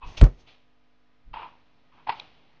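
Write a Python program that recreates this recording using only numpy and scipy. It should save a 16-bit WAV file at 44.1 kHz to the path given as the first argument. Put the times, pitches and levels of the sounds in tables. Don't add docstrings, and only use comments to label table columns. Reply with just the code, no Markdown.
import sys
import numpy as np
from scipy import signal
from scipy.fft import rfft, irfft
from scipy.io import wavfile
from scipy.ndimage import uniform_filter1d

SR = 44100
rng = np.random.default_rng(int(sys.argv[2]) if len(sys.argv) > 2 else 0)


def generate_wav(signal):
    frames = np.transpose(np.atleast_2d(signal))
    scaled = np.clip(frames, -1, 1) * 32767
    pcm = np.round(scaled).astype(np.int16)
    wavfile.write(sys.argv[1], SR, pcm)


N = 114660


def undb(db):
    return 10 ** (np.asarray(db) / 20)


def colour(x, points, size=8192):
    hz, db = np.array(points, float).T
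    bins_hz = np.fft.rfftfreq(size, 1 / SR)
    gain = undb(np.interp(np.log(bins_hz + 1), np.log(hz), db))
    gain = gain / np.sqrt(np.mean(gain ** 2))
    cepstrum = irfft(np.log(gain))
    cepstrum[1:size // 2] *= 2
    cepstrum[size // 2 + 1:] = 0
    impulse = irfft(np.exp(rfft(cepstrum)))
    return signal.oaconvolve(x, impulse)[:N]


def envelope(start, attack, hold, t60):
    t = np.arange(N) / SR - start
    rise = np.sin(np.pi / 2 * np.clip(t / attack, 0, 1)) ** 2
    release = np.exp(-np.log(1000) * np.maximum(t - attack - hold, 0) / t60)
    return rise * release


def bursts(rows):
    return np.sqrt(sum((undb(db) * envelope(*shape)) ** 2 for *shape, db in rows))


def ring(start, modes):
    t = np.arange(N) / SR - start
    return sum(undb(db) * envelope(start, swell, 0, t60) * np.sin(2 * np.pi * hz * t)
               for hz, db, swell, t60 in modes)


GRAINS_PER_S, GRAIN_SCATTER_DB = 1500, 1.5
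GRAIN_SMOOTH = 0.84


def grains():
    hits = rng.random(N) < GRAINS_PER_S / SR
    sizes = undb(GRAIN_SCATTER_DB * rng.standard_normal(N))
    clicks = hits * rng.choice([-1, 1], N) * sizes
    x = clicks / clicks.std() + GRAIN_SMOOTH * rng.standard_normal(N)
    return x / x.std()


def rumble(points, size):
    x = colour(rng.standard_normal(N), points)
    return x / np.sqrt(uniform_filter1d(x ** 2, size))


BOOM_S, BOOM_HZ = .2135, 42.54
BOOM_SAG_HZ, BOOM_SAG_S = 27.9, 0.008
# attack in seconds, hold in seconds, t60 in seconds, level in dB.
BOOM_SHAPE = [(0.015, 0.0063, .115, 1.5), (0.032, .01, 0.34, -32)]
# pitch in Hz, level in dB, swell in seconds, t60 in seconds.
THUD_MODES = [(71.67, -12.5, 0.015, 0.048), (124, -5.5, 0.0196, 0.064), (157, -21, 0.028, 0.079),
              (243.2, -32.5, .01, 0.24), (307.7, -35.5, .01, .22), (423.3, -25.5, .008, 0.1)]


def boom():
    t = np.maximum(np.arange(N) / SR - BOOM_S, 0)
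    turns = BOOM_HZ * t + BOOM_SAG_HZ * BOOM_SAG_S * (1 - np.exp(-t / BOOM_SAG_S))
    level = bursts([(BOOM_S, *row) for row in BOOM_SHAPE])
    return level * np.sin(2 * np.pi * turns) + ring(BOOM_S, THUD_MODES)


# start in seconds, attack in seconds, hold in seconds, t60 in seconds, level in dB.
FLOPS = [(.21, .005, 0.04, 0.0989, -20), (.27, 0.023, .01, 0.75, -55)]
# frequency in Hz, level in dB.
FLOP_COLOUR = [(30, -2.5), (90, 6), (150, -1), (200, -8.5), (300, -6.5), (440, -7.5), (600, -14.5),
               (1200, -24.5), (2500, -43.5), (9000, -85.5)]


def flop():
    return bursts(FLOPS) * rumble(FLOP_COLOUR, size=700)


# start in seconds, attack in seconds,
# hold in seconds, t60 in seconds, level in dB, hiss in dB.
SMACKS = [(0.2116, .0015, 0.0016, 0.031, -17.5, -61), (0.227, 0.0058, .02, 0.12, -40.5, -56),
          (0.2362, .001, 0.0044, .022, -25.5, -42.5), (0.25, .0006, .0005, .02, -37.5, -67),
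          (0.258, .0006, .0005, 0.037, -44, -71.5)]
# frequency in Hz, level in dB.
SMACK_COLOUR = [(150, 15), (500, 1.5), (1400, 1), (2600, -4.5), (4200, -10.5), (5500, -23.5), (7000, -21),
                (8200, -22), (9600, -48)]
HISS_COLOUR = [(1000, -27), (3500, 2), (5000, 3.5), (6400, 3.5), (7300, -15.5), (9000, -26), (10000, -38.5)]


def smacks():
    smack = bursts([(*shape, db) for *shape, db, _ in SMACKS])
    hiss = bursts([(*shape, db) for *shape, _, db in SMACKS])
    return colour(smack * grains(), SMACK_COLOUR) + colour(hiss * grains(), HISS_COLOUR)


def slap():
    return flop() - boom() + smacks()


# start in seconds, pitch in Hz, ring in dB, t60 of the ring in seconds, splat in dB.
PATS = [(.026, 1060, -37, 0.025, -68), (.026, 2580, -45.5, 0.13, -69), (1.3385, 910, -28.5, 0.022, -46),
        (1.3365, 2780, -38, 0.021, -48), (1.366, 915, -31.5, 0.11, -44), (1.398, 950, -44, 0.015, -56.5),
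        (1.423, 1000, -42, .03, -50.5), (1.439, 980, -43, .04, -57), (2.0701, 892, -26, 0.024, -48),
        (2.084, 896, -23.5, 0.024, -49.5), (2.091, 892, -13.5, 0.018, -28), (2.1, 972, -18.5, .025, -42.5)]
PAT_SWELL_S, SPLAT_T60_S = .0035, .05
# frequency in Hz, level in dB.
SPLAT_COLOUR = [(80, -13), (400, -1), (600, 1.5), (1000, 2), (1600, 1.5), (2100, 0), (2950, -0.5),
                (3700, -12.5), (5100, -21.5), (5800, -42), (7200, -46.5), (9000, -73.5)]


def pats():
    rings = sum(ring(start, [(hz, db, PAT_SWELL_S, t60)]) for start, hz, db, t60, _ in PATS)
    splat = bursts([(start, PAT_SWELL_S, 0, SPLAT_T60_S, db) for start, _, _, _, db in PATS])
    return rings + colour(splat * grains(), SPLAT_COLOUR)


# start in seconds, attack in seconds, hold in seconds,
# t60 in seconds, hollow pitch in Hz, hollow in dB, crackle in dB.
PATTER = [(0.005, 0.023, .01, 0.39, 988, -46.5, -77), (1.329, 0.012, 0.0093, 0.046, 1100, -42, -43.5),
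          (1.344, 0.019, 0.068, 0.32, 960, -41.5, -48.5), (1.914, .012, 0.022, 0.63, 1000, -67, -66.5),
          (1.954, 0.035, .01, .25, 957, -62.5, -64), (2.066, .006, 0.049, 0.23, 880, -40, -46.5),
          (2.165, .007, .015, 0.31, 854, -55.5, -57.5)]
# multiple of its pitch, level in dB.
HOLLOW = [(.05, -27.5), (.3, -17), (.6, -22), (.82, -5), (1, 4), (1.2, -6.5), (1.7, -25.5), (2.2, -21),
          (2.55, -12.5), (3, -15.5), (4, -26.5), (7, -65.5)]
# frequency in Hz, level in dB.
PATTER_COLOUR = [(60, -1), (250, -7), (550, -1), (850, 4), (1300, 11), (1850, -1), (2700, 1.5), (3300, -2),
                 (4000, -15), (5100, -17.5), (6000, -52), (7000, -51), (9000, -58)]


def patter():
    hollow = 0
    for *shape, hz, db, _ in PATTER:
        resonances = [(hz * multiple, gain) for multiple, gain in HOLLOW]
        hollow = hollow + colour(undb(db) * envelope(*shape) * grains(), resonances)
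    crackle = bursts([(*shape, db) for *shape, _, _, db in PATTER])
    return hollow + colour(crackle * grains(), PATTER_COLOUR)


# start in seconds, attack in seconds, hold in seconds, t60 in seconds, level in dB.
CRACKLES = [(2.071, .002, 0.005, 0.055, -47), (2.0905, 0.0031, 0.0034, 0.061, -36),
            (2.112, 0.0086, 0.0057, 0.061, -44)]
# frequency in Hz, level in dB.
CRACKLE_COLOUR = [(300, -7.5), (1500, -4.5), (2100, 2), (3000, -1), (4100, -2), (5150, -9.5), (5600, -35),
                  (7000, -44), (9000, -55)]


def crackles():
    return colour(bursts(CRACKLES) * grains(), CRACKLE_COLOUR)


# start in seconds, attack in seconds, hold in seconds,
# t60 in seconds, level in dB, hiss in dB.
SWISHES = [(0.051, 0.024, 0.0057, 1, -68, -62), (0.165, 0.012, 0.0031, 0.13, -38, -46),
           (0.365, 0.041, .008, 0.1, -69.5, -69), (0.46, 0.018, 0.014, 0.45, -56, -77),
           (2.125, 0.025, 0.031, 0.72, -54, -87)]
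# frequency in Hz, level in dB.
SWISH_COLOUR = [(100, -17), (600, -1), (1000, -3), (1700, -8), (2400, 3), (3600, 1), (4600, -6.5),
                (6000, -20), (7500, -43.5), (9500, -67)]


def swishes():
    rub = bursts([(*shape, db) for *shape, db, _ in SWISHES])
    hiss = bursts([(*shape, db) for *shape, _, db in SWISHES])
    return colour(rub * grains(), SWISH_COLOUR) + colour(hiss * grains(), HISS_COLOUR)


# start in seconds, attack in seconds, hold in seconds, t60 in seconds, level in dB.
HANDLING = [(.03, .025, 0.073, 0.88, -52.5), (.38, 0.011, 0.13, 0.23, -67.5),
            (1.35, 0.019, 0.12, 0.85, -61.5), (1.55, 0.055, 0.31, 0.22, -70.5),
            (1.91, 0.035, 0.14, .2, -65), (2.12, 0.039, 0.079, 0.41, -56), (2.25, 0.065, .1, 7.5, -65)]
# frequency in Hz, level in dB.
HANDLING_COLOUR = [(30, -4), (115, 1), (280, -2), (500, -5), (850, -2.5), (1500, -12), (2500, -8),
                   (4000, -14), (6000, -27.5), (7300, -47.5), (9000, -66.5)]


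def handling():
    return colour(bursts(HANDLING) * grains(), HANDLING_COLOUR)


TICK_S = 2.1977
# pitch in Hz, level in dB, swell in seconds, t60 in seconds.
TICK_MODES = [(3860, -31, 0.0034, 0.0067), (2460, -34, 0.002, 0.014), (3320, -33, .0015, .01),
              (4340, -36.5, 0.00048, 0.0097), (5600, -44.5, .001, .006), (6240, -50, 0.0011, 0.003),
              (900, -37.5, .001, .015)]


def tick():
    return ring(TICK_S, TICK_MODES)


# start in seconds, attack in seconds, hold in seconds, t60 in seconds, level in dB.
GUSTS = [(.022, .035, 0.024, 0.19, -36.5), (.168, 0.029, 0.01249, 0.06, -28.5),
         (1.238, 0.048, 0.044, .3, -44)]
# frequency in Hz, level in dB.
GUST_COLOUR = [(12, -5), (28, -3), (50, -4.5), (85, -13), (150, -26.5), (300, -36), (1000, -75.5),
               (4000, -100)]


def gusts():
    return bursts(GUSTS) * rumble(GUST_COLOUR, size=2000)


ROOM_ONSET_S = 0.004
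# low edge in Hz, high edge in Hz, t60 in seconds, level in dB.
ROOM = [(130, 563, 0.2, -19.5), (600, 1800, 0.15, -20.5), (1800, 2300, 0.39, -20)]


def kitchen(x):
    response = 0
    for low, high, t60, db in ROOM:
        bandpass = signal.butter(3, [low, high], "band", fs=SR, output="sos")
        band = signal.sosfilt(bandpass, rng.standard_normal(N))
        tail = band * envelope(0, ROOM_ONSET_S, 0, t60)
        energy = 2 * (high - low) / SR
        response = response + tail * undb(db) * np.sqrt(energy / np.sum(tail ** 2))
    return signal.fftconvolve(x, response)[:N]


MAINS_HZ = 50
# multiple of the mains frequency, RMS level in dB.
HUM = [(1, -78), (3, -85), (5, -75), (6, -80.5), (9, -82), (12, -88.5), (14, -83), (16, -87.5), (18, -95),
       (20, -85), (24, -95), (25, -85)]


def mains_hum():
    t = np.arange(N) / SR
    return sum(np.sqrt(2) * undb(db) * np.sin(2 * np.pi * (multiple * MAINS_HZ * t + rng.random()))
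               for multiple, db in HUM)


AIR_DB, AIR_SIDE_DB = -71.5, -90
# frequency in Hz, level in dB.
AIR_COLOUR = [(20, -6), (50, -6), (120, 3), (300, -9), (500, -4.5), (1000, -8.5), (2000, -8), (3800, -14),
              (5500, -21.5), (6600, -30.5), (8000, -43), (15000, -57)]


def room_air(db):
    return undb(db) * colour(rng.standard_normal(N), AIR_COLOUR)


SIDE_DB = -26
PORT_LAG_S = 4e-6


def scene():
    landings = pats() + patter()
    strands = swishes() + handling() + crackles()
    direct = slap() + landings + strands + tick()
    mid = direct + kitchen(direct) + gusts() + mains_hum() + room_air(AIR_DB)
    side = undb(SIDE_DB) * kitchen(direct) + room_air(AIR_SIDE_DB)
    side = side + np.gradient(mid) * SR * PORT_LAG_S / 2
    return np.array([mid + side, mid - side])


OFFSET, TOP_HZ = .0012, 9600


def record(dry):
    clipped = np.clip(dry + OFFSET, -1, 1)
    lowpass = signal.ellip(8, .2, 70, TOP_HZ, fs=SR, output="sos")
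    return signal.sosfilt(lowpass, clipped)


dry = scene()
out = record(dry)
generate_wav(out)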